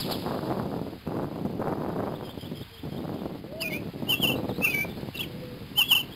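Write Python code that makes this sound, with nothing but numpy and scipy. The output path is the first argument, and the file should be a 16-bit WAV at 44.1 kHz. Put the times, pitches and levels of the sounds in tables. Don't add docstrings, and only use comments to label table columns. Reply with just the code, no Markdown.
import sys
import numpy as np
from scipy import signal
from scipy.fft import rfft, irfft
from scipy.io import wavfile
from scipy.ndimage import uniform_filter1d

SR = 44100
rng = np.random.default_rng(int(sys.argv[2]) if len(sys.argv) > 2 else 0)


def wav_record(signal):
    frames = np.transpose(np.atleast_2d(signal))
    bounded = np.clip(frames, -1, 1)
    quanta = np.round(bounded * 32767).astype(np.int16)
    wavfile.write(sys.argv[1], SR, quanta)


N = 271215
TIME = np.arange(N) / SR
FREQS = np.arange(N // 2 + 1) * SR / N + 1e-3

# frequency_hz, gain_db
HISS_COLOUR = [(25, 17.5), (100, 27.5), (500, 5.5), (900, 5), (1400, 6), (2000, 9), (3000, 9), (5000, 7.5)]
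# time_s, level_db
HISS_LEVELS = [(0, -46), (1.7, -47.5), (2.7, -45.5), (3.5, -46.5), (4.6, -43), (6.15, -44)]
# frequency_hz, gain_db
RUSH_COLOUR = [(300, -1), (1700, -8), (2600, -2), (3400, 2.5), (5000, 5)]
# time_s, level_db
RUSH_PEAKS = [(.005, -38), (0.122, -28)]
# frequency_hz, gain_db
GRIT_LIFT = [(500, 0), (900, 5), (1350, 3), (2000, 0)]

# start_s, length_s, start_hz, end_hz, level_db
FAR_CHIRPS = [(1.05, .044, 2700, 2680, -56.5), (4.356, 0.034, 3720, 4110, -46),
              (4.487, 0.03, 4200, 3230, -46.5), (4.54, .044, 3680, 4350, -48.5),
              (4.892, 0.034, 3600, 3600, -47.5), (4.962, 0.04, 4140, 4580, -53),
              (5.307, .055, 3960, 4430, -68), (5.464, 0.05, 4330, 4820, -59),
              (6.112, 0.027, 3210, 3370, -44.5)]
# hook_start_s, note_db, hook_db
FAR_TWITTER = [(2.14, -61, -53), (2.288, -52, -47), (2.444, -50.5, -49), (2.608, -50, -50.5),
               (2.774, -53.5, -52.5), (2.96, -55, -54), (3.184, -62.5, -58)]
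# time_s, pitch_hz, level_db
KITE_SWELLS = [
    [(2.6, 434, -79), (2.74, 452, -57), (2.88, 423, -62)],
    [(3.48, 496, -50.5), (3.55, 646, -42), (3.61, 666, -40.5), (3.69, 641, -47.5), (3.8, 580, -49)],
    [(4.22, 490, -50), (4.42, 511.6, -41), (4.65, 486, -50.5)],
    [(5.2, 475, -62), (5.33, 490, -53), (5.46, 502, -45), (5.63, 478, -56), (5.76, 480, -66)],
]

# start_s, time_stretch, pitch_ratio, level_db
ROLLING_CALLS = [(4.0616, 0.98, 0.99, -21.5), (5.749, .936, .995, -17.5)]
# start_s, rise_s, fall_s, start_hz, top_hz, soft_opening_s, swell_s, release_s, level_db, fade_db
ROLL_SLURS = [(.008, 0.035, .038, 2820, 3100, 0.0085, 0.018, 0.019, -2, -0.8),
              (.084, .065, .055, 3284, 3380, 0.055, .042, 0.0056, 1.5, 3.5),
              (.21, .002, .036, 3120, 3094, .001, .005, .014, -3.5, 0.5),
              (.24, 0.015, .046, 3130, 3130, 0.0093, .013, 0.0047, -9, 15)]
# time_s, pitch_hz, level_db
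WAIL_NOTES = [
    [(3.598, 2890, -47), (3.616, 3037, -33.5), (3.626, 2710, -29), (3.646, 2435, -38), (3.656, 2443, -29),
     (3.682, 2470, -36.5), (3.69, 2600, -42), (3.695, 2515, -45)],
    [(3.702, 2300, -42), (3.712, 2161, -38), (3.724, 2130, -38.5), (3.74, 2340, -33.5), (3.764, 2444, -35),
     (3.792, 2640, -53)],
    [(4.612, 2606, -43), (4.624, 2540, -32), (4.64, 2686, -24), (4.652, 2711, -20.5), (4.666, 2408, -29.5),
     (4.674, 2304, -25), (4.68, 2560, -27), (4.688, 2530, -27)],
    [(4.694, 2537, -33), (4.7, 2558, -26.5), (4.718, 2460, -37), (4.746, 2295, -25), (4.796, 2310, -27.5),
     (4.808, 2300, -25), (4.846, 2407, -36)],
    [(5.192, 2706, -36), (5.202, 2743, -31), (5.212, 3320, -27.5), (5.222, 3320, -39)],
]
# start_s, level_db
DOWNSWEEPS = [(.002, -30.5), (.111, -30.5)]
# start_s, length_s, start_hz, end_hz, level_db
QUICK_FLICKS = [(5.143, 0.026, 2724, 2730, -35.5), (5.172, 0.0124, 4140, 3380, -34),
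                (5.218, .026, 3030, 2140, -36), (5.232, 0.021, 3300, 2780, -36.5)]
# time_s, pitch_hz, level_db
SHRILL_VOICE = [(3.606, 4350, -46), (3.62, 4950, -26), (3.636, 5300, -47)]
# time_s, half_length_s, roughness (0 to 1)
HOARSE_MOMENTS = [(3.61, 0.018, 0.24), (3.72, 0.028, 0.57), (4.196, 0.02, 0.24), (4.72, 0.019, 0.56),
                  (5.164, 0.035, 0.53), (5.874, 0.02, .3)]
# centre_hz, width_hz, gain_db
WHEEZE_PEAKS = [(2946, 190, 13), (3506, 52, 12), (4170, 320, 2), (4820, 100, 10.5)]
# delay_s, gain_db
ECHOES = [(.0085, -13), (0.0203, -20.5)]

# time_s, level_db, brightness_db
WIND_COURSE = [(0, -38, -52), (.1, -29, -6), (.21, -34.5, -23.5), (.28, -29, -9.5), (.58, -28.5, -13),
               (.95, -36.5, -23), (1.2, -29.5, -13.5), (1.55, -33.5, -24), (1.63, -28, -12),
               (1.8, -29, -12), (2.11, -32.5, -13.5), (2.31, -40.5, -18), (2.58, -38, -32.5),
               (3.02, -33.5, -20), (3.34, -36, -20), (3.54, -42.5, -24), (3.75, -31.5, -22),
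               (3.93, -37, -25.5), (4.33, -29, -20.5), (4.95, -36, -24), (5.35, -37.5, -31.5),
               (5.68, -43.5, -30), (6.15, -40, -23)]
# start_s, length_s, depth_db
WIND_LULLS = [(0.979, 0.07, 18), (1.284, 0.03, 6.5), (2.399, 0.021, 16), (2.63, 0.2, 22), (2.896, 0.02, 13),
              (3.419, 0.033, 6), (3.478, 0.014, 10), (3.91, 0.021, 18), (4.15, 0.029, 9),
              (4.532, 0.047, 7.5), (4.642, 0.017, 23), (5.104, 0.038, 27)]
# time_s, level_db
HARD_BUFFETS = [(0.261, -20), (0.344, -21.5), (0.418, -34), (0.565, -27), (0.723, -26), (0.813, -21),
                (1.073, -24), (1.362, -28), (1.386, -25), (1.45, -17.5), (1.594, -19.5), (1.654, -27),
                (1.833, -23), (1.853, -39), (2.374, -28.5), (2.514, -24), (2.85, -31), (2.919, -29),
                (3.077, -26), (3.255, -20.5), (3.353, -27.5), (3.44, -25.5), (3.718, -23.5), (3.958, -26),
                (4.022, -21.5), (4.198, -18.5), (4.492, -20), (4.582, -22), (4.846, -22.5), (5.029, -23.5),
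                (5.076, -34)]
# frequency_hz, gain_db
RUMBLE_COLOUR = [(20, -44), (40, -33.5), (75, -7.5), (140, 1), (250, 1.5), (500, -1.5), (800, -5.5),
                 (1200, -12), (1700, -21), (2600, -36), (5000, -59)]
# frequency_hz, gain_db
PORT_MUFFLING = [(1800, -1.5), (2600, -13), (4000, -28), (8000, -66)]
# frequency_hz, gain_db
FIZZ_COLOUR = [(3000, -22), (6000, -1), (10000, -5.5), (12000, 8.5), (13500, 1.5), (15500, -4)]


def undb(db):
    return 10 ** (np.asarray(db) / 20)


def unit(x):
    return x / np.sqrt(np.mean(x ** 2))


def curves(rows):
    times, *columns = np.transpose(rows)
    return [np.interp(TIME, times, column) for column in columns]


def bump(time_s, half_s):
    return np.exp(-((TIME - time_s) / half_s) ** 2)


def wander(rate_hz):
    return unit(irfft(rfft(rng.standard_normal(N)) / (1 + (2 * FREQS / rate_hz) ** 4), N))


def colour(x, points):
    hz, db = np.transpose(points)
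    gain = undb(np.interp(np.log(FREQS), np.log(hz), db))
    cepstrum = irfft(np.log(gain), N)
    cepstrum[1:] *= 2
    cepstrum[N // 2:] = 0
    return irfft(rfft(x) * np.exp(rfft(cepstrum)), N)


def noise(points):
    return unit(colour(rng.standard_normal(N), points))


def whistle(rows, waver, flutter_db, edge_s=.003, octave=0):
    times, hz, db = np.transpose(rows)
    span = (TIME > times[0] - edge_s) & (TIME < times[-1] + edge_s)
    t = TIME[span]
    pitch = uniform_filter1d(np.interp(t, times, hz), size=220) * (1 + waver[span])
    phase = 2 * np.pi * np.cumsum(pitch) / SR
    fade = np.clip(np.minimum(t - times[0], times[-1] - t) / edge_s + 1, 0, 1)
    level = undb(np.interp(t, times, db) + flutter_db[span])
    out = np.zeros(N)
    out[span] = np.sqrt(2) * fade * level * (np.sin(phase) + octave * np.sin(2 * phase))
    return out


def chirp(start_s, length_s, pitches, db, taper_db):
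    along = np.linspace(0, 1, 13)
    hz = np.interp(along, np.linspace(0, 1, len(pitches)), pitches)
    return np.transpose([start_s + length_s * along, hz, db - taper_db * np.abs(2 * along - 1)])


def field_echo(x, ring_s, echo_db):
    t = TIME[:SR]
    tail = rng.standard_normal(SR) * np.exp(-np.log(1000) * t / ring_s) * (1 - np.exp(-t / .0078))
    return x + undb(echo_db) * signal.fftconvolve(x, tail / np.linalg.norm(tail))[:N]


def grit(x, hold_hz=16000, top_hz=5080):
    narrow = signal.sosfiltfilt(signal.ellip(8, .1, 50, top_hz, fs=SR, output="sos"), x)
    held = signal.resample_poly(narrow, hold_hz, SR)[np.arange(N) * hold_hz // SR]
    return colour(held, GRIT_LIFT)


def hiss(flicker_db=.7, tail_db=-29.5, fade_db_per_s=27):
    steady = noise(HISS_COLOUR) * undb(curves(HISS_LEVELS)[0] + flicker_db * wander(40))
    bursts = sum(undb(db) * bump(s, half_s=.015) for s, db in RUSH_PEAKS)
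    tail = undb(tail_db - fade_db_per_s * TIME)
    return steady + noise(RUSH_COLOUR) * (tail + bursts) * undb(1.1 * wander(140))


def far_birds(lead_s=.06, note_s=.058, low_hz=3200, high_hz=5000, hook_s=.029):
    hook_hz = (2980, 3280, 3700, 3350)
    waver = .04 * np.tanh(wander(700))
    flutter_db = 2.5 * wander(290)
    notes = [chirp(s, length, pitches, db, taper_db=8) for s, length, *pitches, db in FAR_CHIRPS]
    for s, note_db, hook_db in FAR_TWITTER:
        notes += [chirp(s - lead_s, note_s, [low_hz], note_db, taper_db=8),
                  chirp(s - lead_s, note_s, [high_hz], note_db - 4, taper_db=8),
                  chirp(s, hook_s, hook_hz, hook_db, taper_db=2)]
    song = sum(whistle(note, waver, flutter_db) for note in notes)
    return field_echo(song, ring_s=.35, echo_db=-6)


def kite_line():
    waver, flutter_db = .017 * wander(27), 2.5 * wander(38)
    return sum(whistle(swell, waver, flutter_db, edge_s=.032) for swell in KITE_SWELLS)


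def rolling_call(call_s, stretch, pitch_ratio, call_db, landing_hz=2737, soft_db=-24):
    for start, rise, fall, start_hz, top_hz, opening, swell, release, db, fade_db in ROLL_SLURS:
        t = np.linspace(0, rise + fall + release, 100)
        up = np.sin(np.pi / 2 * np.minimum(t / rise, 1)) ** 2
        down = np.sin(np.pi / 2 * np.maximum(t - rise, 0) / fall) ** 2
        hz = start_hz + (top_hz - start_hz) * up + (landing_hz - top_hz) * down
        shape_db = np.interp(t, [opening, opening + swell, rise + fall, t[-1]],
                             [soft_db, 0, -fade_db, soft_db])
        yield np.transpose([call_s + stretch * (start + t), pitch_ratio * hz, call_db + db + shape_db])


def downsweep(start_s, db, pitches_hz=(5400, 4150, 3450, 2950), length_s=.046, fade_db=14):
    along = np.linspace(0, 1, len(pitches_hz))
    return np.transpose([start_s + length_s * along, pitches_hz, db - fade_db * along])


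def near_bird(throb_hz=140, throb_depth=.44, wheeze_db=-3, coupling_db=18):
    rasps = sum(amount * bump(s, half_s) for s, half_s, amount in HOARSE_MOMENTS)
    roughness = np.clip(.085 + rasps, 0, 1)
    waver = (.003 + .02 * roughness) * wander(600)
    flutter_db = 1.48 * wander(190)
    notes = [slur for call in ROLLING_CALLS for slur in rolling_call(*call)]
    notes += list(WAIL_NOTES) + [downsweep(*row) for row in DOWNSWEEPS]
    notes += [chirp(s, length, pitches, db, taper_db=10) for s, length, *pitches, db in QUICK_FLICKS]
    voice = sum(whistle(note, waver, flutter_db, octave=undb(-30)) for note in notes)
    loudness = np.sqrt(np.abs(uniform_filter1d(voice ** 2, size=300)))
    shrill = whistle(SHRILL_VOICE, .027 * wander(770), flutter_db)
    voice = voice + shrill + undb(coupling_db) * voice * shrill
    throb = np.sin(2 * np.pi * np.cumsum(throb_hz * (1 + .185 * wander(50))) / SR)
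    throat = sum(undb(db) / (1 + (2 * (FREQS - hz) / width) ** 2) for hz, width, db in WHEEZE_PEAKS)
    breath = unit(irfft(rfft(rng.standard_normal(N)) * throat, N))
    wheeze = undb(wheeze_db) * roughness * loudness * breath
    voice = (voice + wheeze) * (1 + throb_depth * roughness * throb)
    echoes = sum(undb(db) * np.interp(TIME - delay_s, TIME, voice) for delay_s, db in ECHOES)
    return field_echo(voice + echoes, ring_s=.24, echo_db=-15.5)


def airflow(stall_s=.01, stall_db=3.5, close_s=.026, reopen_s=.012, surge_s=.013, surge_db=-5.5):
    gust_db, bright_db = curves(WIND_COURSE)
    stalls = sum(bump(s - stall_s, stall_s) for s, _ in HARD_BUFFETS)
    flow_db = gust_db + 1.4 * np.tanh(wander(34)) - stall_db * stalls
    for s, length, depth_db in WIND_LULLS:
        inside = np.minimum((TIME - s) / close_s, (s + length - TIME) / reopen_s)
        flow_db -= depth_db * np.clip(inside + .5, 0, 1)
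    surges = sum(undb(db + surge_db) * (TIME > s) * np.exp(-np.abs(TIME - s) / surge_s)
                 for s, db in HARD_BUFFETS)
    flow_db = 20 * np.log10(np.hypot(undb(flow_db), surges))
    return flow_db, bright_db + .5 * (flow_db - gust_db)


def eddies(gap_samples=140, spread_db=2.5, treble_spread_db=10.5, neutral_db=-12, ceiling_db=-18):
    flow_db, bright_db = airflow()
    flapping_db = 2.3 * np.tanh(wander(80))
    timing, size, direction = rng.random((N // gap_samples - 2, 3)).T
    hit_samples = ((np.arange(len(timing)) + 2 * timing) * gap_samples).astype(int)
    strength = np.sqrt(12) * (size - .5)
    push = np.sign(direction - .5) * np.sqrt(gap_samples)
    churn = undb(-6) * rng.standard_normal(N)
    buffets = np.zeros(N)
    for s, db in HARD_BUFFETS:
        buffets[int((s + .002) * SR)] = undb(db - 3) * np.sqrt(gap_samples)
    level = undb(flow_db + .5 + flapping_db)
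    pressure = np.zeros(N)
    octaves = np.arange(-2, 4)
    for octave, pick in zip(octaves, np.eye(len(octaves))):
        tilt = max(octave / 2, -.23)
        sizes = unit(undb((spread_db + treble_spread_db * np.clip(tilt, 0, 1)) * strength))
        slaps = np.bincount(hit_samples, push * sizes, N)
        tilt_db = tilt * (bright_db - neutral_db + flapping_db)
        blows = ((slaps + churn) * level + buffets) * undb(tilt_db)
        band = np.interp(np.log2(FREQS / 300), octaves, pick)
        pressure += irfft(rfft(blows) * band, N)
    rumble = colour(pressure, RUMBLE_COLOUR) / np.std(colour(unit(churn), RUMBLE_COLOUR))
    return undb(ceiling_db) * np.tanh(rumble / undb(ceiling_db))


def wind_on_microphone(fizz_db=-34):
    pressure = eddies()
    fizz = pressure * noise(FIZZ_COLOUR)
    return colour(pressure, PORT_MUFFLING) + undb(fizz_db) * fizz


def scene():
    gritty = grit(near_bird() + far_birds() + hiss())
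    return (gritty + kite_line() + wind_on_microphone())[None]


def record(dry):
    top_hz, slope_width_hz = 15700, 300
    return irfft(rfft(dry) * np.clip((top_hz - FREQS) / slope_width_hz + .5, 0, 1), N)


dry = scene()
out = record(dry)
wav_record(out)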